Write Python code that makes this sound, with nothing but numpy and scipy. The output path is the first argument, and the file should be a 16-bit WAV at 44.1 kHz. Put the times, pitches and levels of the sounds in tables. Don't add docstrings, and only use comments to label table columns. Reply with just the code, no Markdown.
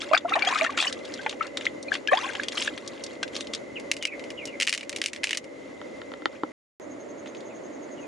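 import sys
import numpy as np
from scipy import signal
from scipy.fft import rfft, irfft
from scipy.io import wavfile
from scipy.ndimage import uniform_filter1d

SR = 44100
rng = np.random.default_rng(int(sys.argv[2]) if len(sys.argv) > 2 else 0)


def dump_mix(stems):
    frames = np.atleast_2d(stems).T
    limited = np.clip(frames, -1, 1)
    pcm = np.round(limited * 32767).astype(np.int16)
    wavfile.write(sys.argv[1], SR, pcm)


N = 355887
TIME, FREQS = np.arange(N) / SR, np.fft.rfftfreq(N, 1 / SR)


def amp(db):
    return 10 ** (np.asarray(db) / 20)


def unit_rms(x):
    return x / np.sqrt(np.mean(x ** 2) + 1e-20)


def unit_onset(sound):
    return sound / np.sqrt(np.mean(sound[:, :SR // 200] ** 2))


def curve_at(points, hz):
    f, value = np.transpose(points)
    return np.interp(np.log(hz + 1), np.log(f + 1), value)


def add(mix, s, sound):
    part = mix[..., max(0, round(s * SR)):][..., :sound.shape[-1]]
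    part += sound[..., :part.shape[-1]]


def coloured(x, spectrum):
    return irfft(rfft(x) * amp(curve_at(spectrum, FREQS)), N)


def filtered(x, hz, kind):
    return signal.sosfilt(signal.butter(2, hz, kind, fs=SR, output="sos"), x)


def minimum_phase(gain_db):
    log_gain = np.log(amp(np.r_[gain_db, gain_db[-2:0:-1]]))
    return np.fft.ifft(np.exp(np.conj(signal.hilbert(log_gain)))).real[:len(log_gain) // 2]


def narrow_noise(hz, width_hz, spread):
    band = np.exp(-.5 * ((FREQS - hz) / width_hz) ** 2)
    noise = rng.standard_normal(N) + spread * rng.standard_normal((2, N))
    return unit_rms(irfft(rfft(noise) * band, N))


# f/Hz, relative level/dB
NEAR_CREEK_SPECTRUM = [(25, -37), (90, -12), (170, -14), (270, 1.5), (430, -3), (570, 3), (720, -12),
                       (1850, -22), (2060, -5), (2250, -22.5), (5300, -33), (7200, -30.5), (7900, -42.5),
                       (9400, -38.5), (12000, -60.5)]
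FAR_CREEK_SPECTRUM = [(25, -46), (110, -12), (170, -13.5), (290, 3), (440, -3), (570, 2), (750, -10),
                      (1700, -20.5), (2050, -13), (2400, -25.5), (5500, -36), (7200, -28), (7900, -47),
                      (9200, -37.5), (11500, -73)]
# t/s, level/dB
CREEK_LEVEL = [(0, -39), (4.55, -39), (5.45, -43), (5.8, -41), (6.5, -41.5), (6.8, -40), (8.07, -38.5)]
# f/Hz, correlation
CREEK_CORRELATION = [(30, 0.048), (90, 0.23), (180, .6), (300, 0.72), (550, 0.0067), (1200, 0.2),
                     (2100, 0.24), (7000, 0.93)]


def creek(spectrum, waver_db):
    left, independent = rfft(rng.standard_normal((2, N)))
    correlation = curve_at(CREEK_CORRELATION, FREQS)
    right = correlation * left + np.sqrt(1 - correlation ** 2) * independent
    noise = unit_rms(coloured(irfft(np.array([left, right]), N), spectrum))
    waver = unit_rms(uniform_filter1d(uniform_filter1d(rng.standard_normal(N), size=2500), size=1500))
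    return noise * amp(np.interp(TIME, *np.transpose(CREEK_LEVEL)) + waver_db * waver)


def whirr(level_db, hz, width_hz):
    return amp(level_db) * narrow_noise(hz, width_hz, spread=.5)


def insect(level_db, hz, width_hz, stroke_s):
    strokes = (TIME - 6.832) / stroke_s
    pulses = (.5 + .5 * np.cos(2 * np.pi * strokes)) ** 2
    return amp(level_db) * pulses * narrow_noise(hz, width_hz, spread=0.16)


# t/s, duration/s, relative level/dB
BIRD_WHISTLES = [(3.754, 0.036, -32.5), (4.007, .15, -34.5), (4.37, 0.075, -36), (4.456, .11, -41.5),
                 (7.485, .05, -54.5), (7.96, .15, -51)]


def bird(gain_db, top_hz, end_hz, syllable_s, quaver):
    out = np.zeros((2, N))
    for s, length, db in BIRD_WHISTLES:
        n = int(length * SR)
        slow_noise = signal.fftconvolve(rng.standard_normal((2, 16384)), np.hanning(120)[None], "same")
        wobble, flutter = unit_rms(slow_noise)[:, :n]
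        hz = np.geomspace(top_hz, end_hz, n) * (1 + quaver * wobble)
        syllables = max(1, round(length / syllable_s))
        swell = abs(np.sin(np.pi * syllables * np.arange(n) / n)) * (1 + flutter / 2)
        add(out, s, amp(db + gain_db) * swell * np.sin(2 * np.pi * np.cumsum(hz) / SR))
    return out


def rock_echoes(x, wet_db, t60, size=8000):
    t = np.arange(size) / SR
    taps = rng.standard_normal((2, size)) * (rng.random((2, size)) < .08) * (t > .002)
    tail = taps * amp(-60 * t / t60)
    tail /= np.linalg.norm(tail, axis=1, keepdims=True)
    return x + amp(wet_db) * signal.oaconvolve(x, tail, axes=1)[:, :N]


def impacts(rows, spectrum, pivot_hz, scatter, decay_s, spread, size=2048):
    hz, t = np.fft.rfftfreq(size, 1 / SR), np.arange(size) / SR
    shelf = np.tanh(2 * np.log2((hz + 1) / pivot_hz)) / 2
    out = np.zeros((2, N))
    for (s, db, bright_db), (mid, side) in zip(rows, rng.standard_normal((len(rows), 2, size))):
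        push = scatter * np.exp(-t / decay_s) * np.array([mid + spread * side, mid - spread * side])
        push[:, 0] += 1
        response = minimum_phase(curve_at(spectrum, hz) + bright_db * shelf)
        add(out, s, amp(db) * unit_onset(signal.fftconvolve(push, response[None], axes=1)))
    return out


# f/Hz, relative level/dB
SLAP_SPECTRUM = [(150, -29), (450, -10.5), (900, -6.5), (2400, 4), (3500, 7), (4800, -1), (7000, -7.5),
                 (8000, -12.5), (9500, -16.5), (11000, -29), (13000, -52.5)]
# t/s, level/dB, brightness/dB
FAR_SLAPS = [(7.259, -43, -11), (7.272, -43, -6), (7.349, -44.5, 1), (7.368, -51, -2), (7.405, -48, 14)]


def far_splashes():
    return impacts(FAR_SLAPS, SLAP_SPECTRUM, pivot_hz=3000, scatter=.8, decay_s=0.0062, spread=0.19)


# f/Hz, relative level/dB, T60/s
SHELL_RESONANCES = [(302, 4, 0.033), (513, 3.5, 0.011), (810, -3.5, 0.027), (1016, 3.5, 0.014),
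                    (1346, 4, 0.02), (1910, 3, 0.013), (3120, -4, 0.015), (3590, -7.5, 0.021),
                    (4330, -0.5, 0.0038), (6900, -18, 0.0055)]
# t/s, relative level/dB, brightness/dB
SHELL_KNOCKS = [(5.815, -37, 1), (6.017, -36.5, 7.5), (6.118, -37, 0), (6.138, -36, 6), (6.221, -38.5, -4),
                (6.2567, -18, 5), (6.4343, -21, -14)]


def shell(gain_db, pivot_hz, spread):
    hz, mode_db, t60 = np.transpose(SHELL_RESONANCES)[:, :, None]
    t = np.arange(4096) / SR
    attack = np.minimum(t / 0.00021, 1)
    shelf = np.tanh(4 * np.log2(hz / pivot_hz)) / 2
    polarity = (-1) ** np.arange(len(hz))[:, None]
    phases = spread * rng.standard_normal((len(SHELL_KNOCKS), len(hz), 1))
    out = np.zeros((2, N))
    for (s, db, bright_db), phase in zip(SHELL_KNOCKS, phases):
        decays = polarity * amp(mode_db + bright_db * shelf - 60 * t / t60)
        ring = np.array([(decays * np.sin(2 * np.pi * hz * t + ear * phase)).sum(0) for ear in (1, -1)])
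        radiated = filtered(ring * attack, 190, "high")
        add(out, s, amp(db + gain_db) * unit_onset(radiated))
    return out


# t/s, level/dB, brightness/dB
PEARL_CLICKS = [(3.7985, -41, -2), (3.9154, -16.5, -2), (3.9669, -30, -1), (4.026, -28, -5),
                (4.053, -19, -6), (4.1953, -40.5, -11), (4.2399, -40.5, -8), (4.304, -35.5, -6),
                (4.455, -33, 12), (4.474, -40, 1), (4.6008, -22, -1.5), (4.611, -19, -4.5),
                (4.6222, -17.5, -5), (4.6293, -16.5, -2.5), (4.669, -26.5, 3), (4.6744, -14.5, -9),
                (4.683, -17, -11), (4.6941, -16.5, 3), (4.7268, -15, -6.5), (4.7384, -20, 1),
                (4.749, -22.5, -3), (4.777, -25, -7.5), (4.8092, -31.5, -8), (4.8306, -34, -12),
                (4.8945, -29, 2), (4.9284, -33.5, -12), (4.962, -27.5, 1.5), (4.9854, -38, -3),
                (5.0165, -21.5, -7.5), (5.04, -24.5, -6), (5.0603, -20, 0), (5.0838, -32.5, -3),
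                (5.1327, -29.5, -3), (5.162, -34.5, -9), (5.2341, -24.5, -10.5), (5.2413, -18.5, -6),
                (5.271, -24, -8), (5.293, -26, -5), (5.3086, -22.5, -6), (5.3307, -20, -8.5),
                (5.349, -30, -8), (5.3729, -23.5, 0.5), (5.4425, -45.5, 0)]
# f/Hz, relative level/dB
PEARL_SPECTRUM = [(200, -27.5), (900, -19), (1450, -11.5), (2100, 3.5), (2600, 2), (2880, 4.5),
                  (3250, -2.5), (5000, -1.5), (7200, -4), (7850, -8), (9200, -10), (10600, -16),
                  (12000, -30.5), (13500, -45)]


def pearls(rattle_db, within_s):
    delays = rng.random((len(PEARL_CLICKS), 3))
    rattle = [(s + 0.0028 + within_s * late, db + rattle_db - 8 * late, bright_db / 2)
              for (s, db, bright_db), lateness in zip(PEARL_CLICKS, delays) for late in lateness]
    contacts = [*PEARL_CLICKS, *rattle]
    return impacts(contacts, PEARL_SPECTRUM, pivot_hz=4020, scatter=0.15, decay_s=0.0038, spread=0.15)


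# t/s, duration/s, relative level/dB, brightness/dB
WATER_SHEETS = [(0, .015, -34.5, 2.5), (0.047, 0.08, -45, -5), (0.124, 0.027, -28.5, -9),
                (0.274, 0.29, -35, -12.5), (0.46, 0.19, -31, -5), (.69, 0.088, -43, -13),
                (0.767, 0.1, -27.5, 1.5), (0.887, 0.11, -51.5, -4.5), (1.021, 0.31, -47, 1.5),
                (1.392, 0.066, -42.5, -10), (1.567, 0.1, -45.5, 4), (1.906, 0.046, -37, -1.5),
                (2.106, 0.19, -34.5, -3), (2.315, .13, -43, 0.5), (2.51, 0.051, -37, 6),
                (2.567, 0.083, -31.5, 9.5), (2.692, 0.45, -51, 2), (3.321, 0.095, -41.5, 10),
                (3.526, .035, -43, 2), (5.552, 0.83, -61, -1), (6.314, 0.035, -50.5, -7)]


def flow(attack_s, release_s, start_db):
    power = np.zeros((2, N))
    for s, length, db, bright_db in WATER_SHEETS:
        t = np.arange(0, length + 8 * release_s, 1 / SR)
        shape = np.minimum(t / attack_s, 1) * np.exp(-np.maximum(t - length, 0) / release_s)
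        level = shape * amp(db + start_db * (1 - np.minimum(t / length, 1)))
        fine_ratio = amp(bright_db) ** 2
        add(power, s, np.outer([1, fine_ratio], level ** 2) / (1 + fine_ratio))
    return np.sqrt(power)


def strays(envelope, spread_db, count, rinse_s=3.55):
    jitter, weakness, chance = rng.random((count, 3)).T
    s = rinse_s * (np.arange(count) + jitter) / count
    flow_db = 20 * np.log10(np.interp(s, TIME, envelope) + 1e-5)
    return zip(s, flow_db - spread_db * weakness, chance)


def bubble(hz, swell_s, rise):
    age = np.arange(0, 10 * abs(swell_s), 1 / SR) / abs(swell_s)
    climb = rise * age / (1 + age / 10)
    return age * np.exp(1 - age) * np.sin(2 * np.pi * hz * np.cumsum(1 + climb) / SR)


# f/Hz, relative level/dB
SPRAY_SPECTRUM = [(300, -14), (700, 0.5), (1600, 8.5), (2400, 11), (3400, 5), (4600, -3), (7000, -2.5),
                  (8000, -7.5), (9500, -12.5), (11000, -19.5), (13000, -32)]


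def spray(coarse, fine, per_s, size_db, mist, split_hz=3000, pitches=90):
    swarms = np.zeros((2, 2, N))
    for hz, (life, side, rise) in zip(np.geomspace(650, 11000, pitches), rng.random((pitches, 3))):
        births = np.flatnonzero(rng.random(N) < per_s / pitches / SR)
        sizes = amp(size_db * np.minimum(rng.exponential(1, len(births)), 3))
        swell_s = .001 * (life + .4) * np.sqrt(3000 / hz)
        ring = unit_rms(bubble(hz, swell_s, .035 * rise))
        samples = births[:, None] + np.arange(len(ring))
        voice = np.bincount(samples.ravel(), np.outer(sizes, ring).ravel(), N)[:N]
        swarms[int(hz > split_hz)] += np.array([[1 + side], [2 - side]]) * voice / np.sqrt(len(ring))
    hiss = rng.standard_normal(N) + 0.38 * rng.standard_normal((2, N))
    froth = unit_rms(filtered(hiss, [700, split_hz], "band"))
    fizz = unit_rms(filtered(hiss, split_hz, "high"))
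    low = unit_rms(coloured(unit_rms(swarms[0]) + mist * froth, SPRAY_SPECTRUM))
    high = unit_rms(coloured(unit_rms(swarms[1]) + mist * fizz, SPRAY_SPECTRUM))
    return coarse * low + fine * high


def satellites(parents, gain_db, within_s):
    chance = rng.random((len(parents), 2, 2))
    return [(s + within_s * late, hz * (1.2 + 0.906 * small), db + gain_db - 6 * late, swell / 2, rise / 2)
            for (s, hz, db, swell, rise), shed in zip(parents, chance) for late, small in shed]


def gurgle(coarse, rise, gain_db, low_hz, high_hz, swell_cycles):
    rows = []
    for s, db, size in strays(coarse, spread_db=7.5, count=260):
        hz = high_hz * (low_hz / high_hz) ** (size * size)
        rows.append((s, hz, db + gain_db, swell_cycles / hz, rise * (1 + 2 * size)))
    return rows


# t/s, f/Hz, relative peak level/dB, swell time/s
DISTINCT_BUBBLES = [(.1122, 593, -17.5, 0.0055), (0.1336, 1180, -9.5, .0016), (0.1462, 1470, -12.5, .0013),
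                    (0.1488, 2300, -9, .0011), (0.1664, 1330, -12.5, 0.0011), (.176, 3420, -11, 0.00075),
                    (.2475, 661, -18.5, 0.0055), (0.321, 1250, -15.5, 0.0028), (0.3372, 2400, -13, 0.0022),
                    (0.3545, 804, -19, 0.003), (0.36, 1780, -19.5, .0023), (0.421, 2250, -14.5, 0.0038),
                    (.4705, 715, -19.5, 0.0053), (.471, 3160, -17.5, 0.0046), (0.5251, 990, -16.5, 0.0017),
                    (0.5547, 1220, -19, .0045), (.6113, 2240, -10, 0.0008), (.6129, 621, -19, 0.0082),
                    (.6467, 1326, -19.5, 0.0026), (0.6633, 1746, -18.5, 0.0023),
                    (0.693, 1093, -23.5, 0.003), (0.775, 1350, -17.5, 0.002), (.8014, 2460, -14, 0.0016),
                    (0.8008, 3330, -18.5, 0.0044), (0.824, 860, -21, 0.0019), (0.8697, 2835, -15, 0.0033),
                    (1.191, 1500, -32.5, 0.0041), (1.2617, 830, -21, 0.0028), (1.4081, 1257, -18, 0.0037),
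                    (1.424, 2660, -30.5, .0022), (1.6662, 1996, -12, 0.0013), (1.882, 2350, -28.5, .0027),
                    (1.9183, 1610, -14.5, 0.0019), (2.0743, 2730, -12, 0.00036), (2.083, 1648, -19, 0.0064),
                    (2.115, 1090, -17.5, 0.0034), (2.132, 1785, -9, 0.0011), (2.1725, 3220, -15.5, 0.001),
                    (2.241, 1027, -26, .006), (2.397, 1590, -18.5, 0.0014), (2.5787, 2940, -17, 0.0015),
                    (2.677, 1613, -15, 0.0015), (3.23, 1484, -23, 0.0025)]
# t/s, f/Hz, relative peak level/dB
CAVITY_GLUGS = [(.1325, 538, -16.5), (.3613, 543, -19.5), (2.1212, 491, -10.5), (2.1275, 566, -16.5),
                (2.1724, 820, -22)]


def bubbles(coarse, rise, glug_swell_s, glug_rise, spread):
    rows = [(*row, rise) for row in DISTINCT_BUBBLES]
    rows += [(*row, glug_swell_s, glug_rise) for row in CAVITY_GLUGS]
    rows += satellites(rows, gain_db=-7.5, within_s=.012)
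    rows += gurgle(coarse, rise, gain_db=9, low_hz=648, high_hz=2618, swell_cycles=3.75)
    out = np.zeros((2, N))
    for (s, hz, db, swell_s, climb), (side, phase) in zip(rows, rng.standard_normal((len(rows), 2))):
        ring = signal.hilbert(bubble(hz, swell_s, climb))
        ears = np.exp(spread * (side / 2 + 1j * phase) * np.array([[1], [-1]]))
        add(out, s, amp(db) * (ears * ring).real)
    return out


# t/s, relative level/dB, brightness/dB
NEAR_SLAPS = [(.1754, -22.5, -9), (.4224, -24, -15), (.4496, -25, -4), (.4882, -23, -8), (.5589, -32, -10),
              (.6468, -24.5, -23), (.7756, -21.5, -5), (.7866, -22, -6), (.8259, -19.5, -8),
              (.9266, -28, 16), (1.0509, -39.5, 17), (1.1394, -33, 42), (1.2632, -22.5, -31),
              (1.2947, -28.5, 7), (1.3117, -37, 1), (1.3278, -35, -16), (1.468, -40, 18),
              (1.5718, -23.5, 3.5), (1.6103, -32, -16), (1.6542, -28, -5), (1.8278, -38, 55),
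              (1.9402, -27, 0), (1.9525, -25.5, -11.5), (2.3521, -27, -11), (2.4341, -29, 5),
              (2.4843, -23.5, 8), (2.5742, -24.5, -7), (2.6229, -24, 9), (2.675, -26.5, 0),
              (2.7775, -32, -4), (2.8766, -32, 48), (3.0383, -30.5, 33), (3.0642, -37, 20),
              (3.2296, -23.5, -2), (3.2789, -39.5, 2), (3.3526, -33, 11), (3.3648, -27.5, 12),
              (3.408, -29, 7), (3.471, -36.5, 7), (3.5363, -26, 9), (3.5487, -28, 24)]


def slaps(envelope, drop_db, drop_bright_db):
    drops = [(s, db + drop_db, drop_bright_db * (2 * chance - 1))
             for s, db, chance in strays(envelope, spread_db=15.5, count=110)]
    contacts = [*NEAR_SLAPS, *drops]
    return impacts(contacts, SLAP_SPECTRUM, pivot_hz=2960, scatter=0.24, decay_s=0.0042, spread=0.086)


# f/Hz, left minus right level/dB
RINSE_BALANCE = [(600, -1), (1000, 3.5), (3300, 2.5), (6500, -0.5), (11000, 0)]


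def rinsing():
    coarse, fine = flow(attack_s=0.013, release_s=0.023, start_db=-0.5)
    water = amp(-1) * spray(coarse, fine, per_s=4200, size_db=8.0, mist=0.62)
    water += amp(-.5) * bubbles(coarse, rise=0.026, glug_swell_s=0.006, glug_rise=0.18, spread=0.41)
    water += amp(-1) * slaps(np.hypot(coarse, fine), drop_db=7, drop_bright_db=5.5)
    lean = np.array(RINSE_BALANCE)
    return np.array([coloured(water[0], lean * [1, .5]), coloured(water[1], lean * [1, -.5])])


def scene():
    near_ends_s, far_begins_s = 6.519, 6.799
    water = rinsing()
    solids = pearls(rattle_db=-11.5, within_s=.022) + shell(gain_db=0.46, pivot_hz=1450, spread=0.48)
    near = rock_echoes(water, wet_db=-9.5, t60=0.046) + rock_echoes(solids, wet_db=-13, t60=0.065)
    near += creek(NEAR_CREEK_SPECTRUM, waver_db=1.0) + whirr(level_db=-62, hz=2018, width_hz=100)
    far = rock_echoes(far_splashes(), wet_db=-10, t60=0.19)
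    far += creek(FAR_CREEK_SPECTRUM, waver_db=0.04) * amp([[-.8], [.8]])
    far += insect(level_db=-54.5, hz=6480, width_hz=310, stroke_s=.0915)
    whistles = bird(gain_db=-1.5, top_hz=3150, end_hz=2060, syllable_s=.048, quaver=.022)
    whistles = rock_echoes(whistles, wet_db=-2.5, t60=0.093)
    return near * (TIME < near_ends_s) + far * (TIME > far_begins_s) + whistles


def record(dry):
    threshold_db, share_removed, recovery_db_per_s, attack_s = -27.5, 0.63, 73, .008
    treble = filtered(dry.mean(0), 4000, "high")
    level_db = 10 * np.log10(abs(uniform_filter1d(treble ** 2, size=64)) + 1e-12)
    fall_db = TIME * recovery_db_per_s
    held_db = np.maximum.accumulate(level_db + fall_db) - fall_db
    excess_db = np.maximum(held_db - threshold_db, 0)
    pole = np.exp(-1 / (attack_s * SR))
    ducked = dry / amp(share_removed * signal.lfilter([1 - pole], [1, -pole], excess_db))
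    low_pass = signal.firwin(255, 12600, window=("kaiser", 8), fs=SR)
    return signal.oaconvolve(ducked, low_pass[None], "same")


dry = scene()
out = record(dry)
dump_mix(out)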